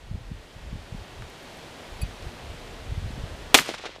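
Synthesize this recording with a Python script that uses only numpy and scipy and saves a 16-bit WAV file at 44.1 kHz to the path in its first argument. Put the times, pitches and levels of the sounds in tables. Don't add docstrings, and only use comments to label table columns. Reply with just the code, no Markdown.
import sys
import numpy as np
from scipy import signal
from scipy.fft import rfft, irfft, next_fast_len
from scipy.io import wavfile
from scipy.ndimage import uniform_filter1d, map_coordinates

SR = 44100
rng = np.random.default_rng(int(sys.argv[2]) if len(sys.argv) > 2 else 0)


def master_out(mix):
    frames = np.transpose(np.atleast_2d(mix))
    ceiling = np.clip(frames, -1, 1)
    pcm = np.round(ceiling * 32767).astype(np.int16)
    wavfile.write(sys.argv[1], SR, pcm)


N = 176400

# start in seconds, crack gain in dB,
# 60 dB decay time in seconds, pressure pulse gain in dB.
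SHOCKS = [(3.5434, 7, .022, -8), (3.5475, 10.5, 0.036, -2)]
# start in seconds, peak in dB, centre frequency in Hz.
REFLECTIONS = [(3.5880, 10.5, 2140), (3.5919, 4.5, 1800), (3.594, -14.5, 240), (3.602, -13.5, 260),
               (3.612, -18.5, 188), (3.690, -5, 500), (3.699, -15.5, 480), (3.7127, -15.5, 420),
               (3.7427, -11, 1050), (3.795, -24, 500), (3.839, -16, 650), (3.8471, -15, 920),
               (3.855, -19, 550), (3.8617, -14, 550), (3.876, -24, 480), (3.8925, -21.5, 500),
               (3.962, -25.5, 650), (3.984, -29, 500)]
# time in seconds, boost in dB, half width in seconds.
TREE_LINE_SWELLS = [(3.664, 3, 0.0044), (3.691, 8.5, 0.0097), (3.744, 6, 0.0059), (3.785, 2.5, 0.0064),
                    (3.852, 9.5, 0.026), (3.861, 6, .006), (3.915, 4.5, 0.02), (3.960, 8, 0.014)]
# frequency in Hz, relative level in dB, 60 dB decay time in seconds.
STEEL_MODES = [(2520, -3, 0.12), (4580, -1.5, 0.076), (4660, -5, .08), (7770, -8, .06), (9650, -0.5, .03),
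               (10070, -1, 0.048), (10860, -7, .03), (12250, -10, .04), (14400, -9, .035)]
# start in seconds, gain in dB.
TRAP_CONTACTS = [(1.9714, -60), (2.015, -43), (2.018, -36.5)]
# start in seconds, level in dB, nominal band frequency in Hz.
DRY_TICKS = [(1.2224, -37, 1550), (1.2994, -51, 12000), (1.4294, -50, 10000), (1.5714, -51, 9500),
             (2.2244, -46, 5500), (2.4564, -51, 8000)]
# time in seconds, level in dB before BUFFET_DB is added.
BUFFET_ENVELOPE = [(0.0, -47.5), (0.15, -32), (0.2, -41), (0.33, -33.5), (0.52, -57), (0.57, -40.5),
                   (0.6, -45), (0.64, -36.5), (0.75, -31.5), (0.89, -52), (0.93, -38.5), (1.02, -33),
                   (1.06, -57), (1.22, -33), (1.34, -62), (1.88, -56), (1.92, -35.5), (1.98, -43),
                   (2.04, -26), (2.07, -35), (2.18, -47.5), (2.27, -30), (2.32, -52), (2.5, -34.5),
                   (2.59, -43), (2.86, -38), (2.92, -27), (2.95, -37), (2.98, -29), (3.02, -32),
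                   (3.06, -25.5), (3.09, -35.5), (3.26, -30.5), (3.28, -45), (3.33, -30.5), (3.37, -45),
                   (3.43, -36), (3.5, -43)]
# time in seconds, peak in dB, half width in seconds.
WIND_PUFFS = [(.115, -23.5, .0022), (0.1463, -24, 0.0027), (.157, -26.5, 0.0018), (0.318, -24, 0.0017),
              (0.567, -33, 0.0024), (0.731, -26, .0014), (.758, -30.5, 0.0015), (.927, -24.5, 0.0024),
              (.950, -26, .0016), (2.0343, -17.5, .0026), (2.924, -20, .003), (2.980, -20, 0.0027),
              (3.060, -22.5, .0022), (3.107, -28, 0.0013), (3.179, -27.5, 0.0015), (3.239, -24, 0.0021)]
# time in seconds, roar and hiss in dB before ROAR_DB and HISS_DB are added.
BACKGROUND_LEVEL = [(0.0, -54, -56.5), (0.14, -53.5, -56), (0.41, -52.5, -54.5), (1.45, -47, -49.5),
                    (1.79, -46, -49), (2.81, -46.5, -49.5), (3.5, -45.5, -48.5)]
# frequency in Hz, relative spectral density in dB.
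CRACK_SPECTRUM = [(40, -20), (110, -17), (170, -22), (290, 1.5), (480, 2), (600, -5), (730, 2.5),
                  (900, -2.5), (1300, -3.5), (1700, -5), (2300, 2.5), (2900, -2.5), (3400, -0.5),
                  (4100, -4.5), (4900, -9), (5600, -11), (7000, -8.5), (9000, -13), (10500, -20.5),
                  (15000, -18)]
BUSH_SPECTRUM = [(50, -23), (250, -3.5), (1000, -3.5), (3000, -0.5), (5500, -4), (9000, -8.5), (15000, -16)]
WOODS_SPECTRUM = [(50, -22), (150, -3), (400, -2.5), (800, -2.5), (1500, 1.5), (3300, 4.5), (6000, -1.5),
                  (10000, -5.5), (15000, -9)]
TRUNK_SPECTRUM = [(100, -12), (500, -1), (1500, -2), (4000, -7.5), (12000, -31)]
EDDY_SPECTRUM = [(15, -14), (38, 4), (95, -3), (180, -17), (300, -28.5), (600, -47.5), (2000, -82)]
ROAR_SPECTRUM = [(25, -5.5), (60, -1.5), (150, -0.5), (300, 0), (600, -0.5), (900, -3.5), (1500, -12.5),
                 (3000, -27.5), (15000, -58)]
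HISS_SPECTRUM = [(100, -16), (800, -9.5), (1500, 0.5), (2200, 0.5), (3200, 0), (4200, -3), (5500, -8),
                 (8000, -12.5), (11000, -18), (15000, -26)]

CRACK_RISE_S, PUSH_S = 0.0006, 0.0012
BUSH_DB, BUSH_HOLD_S, BUSH_T60_S = -8, 0.033, 0.14
THUMP_DB, THUMP_S, RUMBLE_DB, RUMBLE_T60_S = -15, 0.003, -33, 1.1
WOODS_DB, WOODS_T60_S, AIR_DB_PER_S = -17, 1, 56.5
TRUNKS_PER_S, TRUNK_DB = 320, -6.5
BUFFET_DB, ROAR_DB, HISS_DB = -3.5, 1, 1
WHINE_HZ, WHINE_DB = 1896, -64
DUCK_ABOVE_DB, DUCK_MAX_DB, DUCK_ATTACK_S, RECOVER_DB_PER_S = -11.5, 13, 0.0034, 8
CUTOFF_HZ = 15050


def blast():
    direct_s, bounce_s = SHOCKS[0][0], SHOCKS[1][0]
    crack = sum(amp(db) * decay(s, t60) * rng.standard_normal(N) for s, db, t60, _ in SHOCKS)
    crack = whitened(crack) * np.clip((clock() - direct_s) / CRACK_RISE_S, 0, 1) ** 2
    push = banded(sum(amp(db) * shock(s, PUSH_S) for s, _, _, db in SHOCKS), 220, 3000)
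    scatter = rng.standard_normal(N) * decay(bounce_s, BUSH_T60_S, BUSH_HOLD_S)
    scatter *= amp(BUSH_DB + 1.8 * wobble(300))
    return coloured(crack, CRACK_SPECTRUM) + push + coloured(scatter, BUSH_SPECTRUM)


def shock(start, length):
    u = np.maximum(clock() - start, 0) / length
    return (clock() >= start) * (1 - u) * np.exp(-u)


def boom():
    start = SHOCKS[1][0]
    thump = amp(THUMP_DB) * banded(shock(start, THUMP_S), 35, 140)
    rumble = unit(banded(rng.standard_normal(N), 40, 150))
    return thump + amp(RUMBLE_DB) * decay(start, RUMBLE_T60_S) * rumble


def echoes():
    out = np.zeros(N)
    for s, db, hz in REFLECTIONS:
        pulse = banded(shock(s, 0.27 / hz), hz * 0.61, hz * 1.63)
        out += amp(db) * pulse / np.abs(pulse).max()
    return out


def woods():
    start = SHOCKS[0][0]
    swell_db = sum(db * np.exp(-((clock() - s) / width) ** 2 / 2) for s, db, width in TREE_LINE_SWELLS)
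    envelope = decay(start, WOODS_T60_S) * amp(WOODS_DB + swell_db)
    foliage = unit(rng.standard_normal(N) * amp(1.6 * wobble(700) + 1.8 * wobble(70)))
    trunks = unit((rng.random(N) < TRUNKS_PER_S / SR) * rng.standard_normal(N))
    tail = coloured(foliage * envelope, WOODS_SPECTRUM)
    tail += amp(TRUNK_DB) * coloured(trunks * envelope, TRUNK_SPECTRUM)
    hz, t, spectra = signal.stft(tail, SR, nperseg=256)
    loss_db = AIR_DB_PER_S * np.maximum(t - start, 0) * (hz[:, None] / 10000) ** 2
    return signal.istft(spectra * amp(-loss_db), SR)[1][:N]


def trap():
    out, t = np.zeros(N), np.arange(SR // 4) / SR
    for s, db in TRAP_CONTACTS:
        ring = np.zeros(len(t))
        for hz, mode_db, t60 in STEEL_MODES:
            envelope = amp(mode_db + rng.normal(0, 1) - 60 * t / t60)
            ring += envelope * np.sin(2 * np.pi * (hz * t + rng.random()))
        click = amp(-6 - 60 * t / 0.015) * rng.standard_normal(len(t))
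        out[round(s * SR):][:len(t)] += amp(db) * (ring + click)
    return out


def ticks():
    return sum(amp(db) * decay(s, t60=0.015) * unit(banded(rng.standard_normal(N), hz * 0.46, hz * 1.3))
               for s, db, hz in DRY_TICKS)


def buffets():
    eddies = noise(EDDY_SPECTRUM)
    local_rms = np.sqrt(np.abs(uniform_filter1d(eddies ** 2, size=2600)) + 1e-6)
    level_db = np.interp(clock(), *np.transpose(BUFFET_ENVELOPE)) + BUFFET_DB
    out = eddies / local_rms * amp(level_db)
    for s, db, width in WIND_PUFFS:
        u = (clock() - s) / width
        out += amp(db) * (u * u - 1) * np.exp(-u * u / 2)
    return out


def leaves():
    t = clock()
    s, roar_db, hiss_db = np.transpose(BACKGROUND_LEVEL)
    roar = noise(ROAR_SPECTRUM) * amp(np.interp(t, s, roar_db) + ROAR_DB + 0.4 * wobble(5.92))
    hiss = noise(HISS_SPECTRUM) * amp(np.interp(t, s, hiss_db) + HISS_DB + 0.15 * wobble(7.47))
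    whine = amp(WHINE_DB + 1.55 * wobble(5.7)) * np.sin(2 * np.pi * WHINE_HZ * t + 0.44 * wobble(13))
    return roar + hiss + whine


def amp(db):
    return 10 ** (np.asarray(db) / 20)


def unit(x):
    return x / np.sqrt(np.mean(x ** 2) + 1e-20)


def clock():
    return np.arange(N) / SR


def wobble(rate):
    return map_coordinates(rng.standard_normal(int(N * rate / SR) + 4), [clock() * rate])


def decay(start, t60, hold=0):
    t = clock() - start
    return (t >= 0) * amp(-60 * np.maximum(t - hold, 0) / t60)


def coloured(x, points):
    size = 2 * next_fast_len(N // 2 + SR // 4)
    hz, db = np.transpose(points)
    log_hz = np.log(np.fft.rfftfreq(size, 1 / SR) + 1)
    gain = unit(amp(np.interp(log_hz, np.log(hz), db)))
    cepstrum = irfft(np.log(gain), size)
    cepstrum[1:size // 2] *= 2
    cepstrum[size // 2 + 1:] = 0
    return irfft(rfft(x, size) * np.exp(rfft(cepstrum)), size)[:N]


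def noise(points):
    return unit(coloured(rng.standard_normal(N), points))


def banded(x, low_hz, high_hz):
    edges = [low_hz, min(high_hz, SR / 2 - 10)]
    return signal.sosfilt(signal.butter(2, edges, 'band', fs=SR, output='sos'), x)


def whitened(x):
    spectrum = rfft(x)
    power = np.abs(uniform_filter1d(np.abs(spectrum) ** 2, size=600))
    return irfft(spectrum * np.sqrt(power.mean() / power), N)


def scene():
    return (leaves() + buffets() + trap() + ticks() + blast() + woods() + echoes() + boom())[None]


def record(dry):
    x = dry[0]
    excess_db = np.clip(20 * np.log10(np.abs(x) + 1e-9) - DUCK_ABOVE_DB, 0, DUCK_MAX_DB)
    recovery_db = RECOVER_DB_PER_S * clock()
    cut_db = np.maximum.accumulate(excess_db + recovery_db) - recovery_db
    pole = np.exp(-1 / (DUCK_ATTACK_S * SR))
    ducked = x * amp(-signal.lfilter([1 - pole], [1, -pole], cut_db))
    saturated = ducked / (1 + ducked ** 6) ** (1 / 6)
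    low_pass = signal.cheby1(16, 0.05, CUTOFF_HZ, fs=SR, output='sos')
    return signal.sosfiltfilt(low_pass, saturated)[None]


dry = scene()
out = record(dry)
master_out(out)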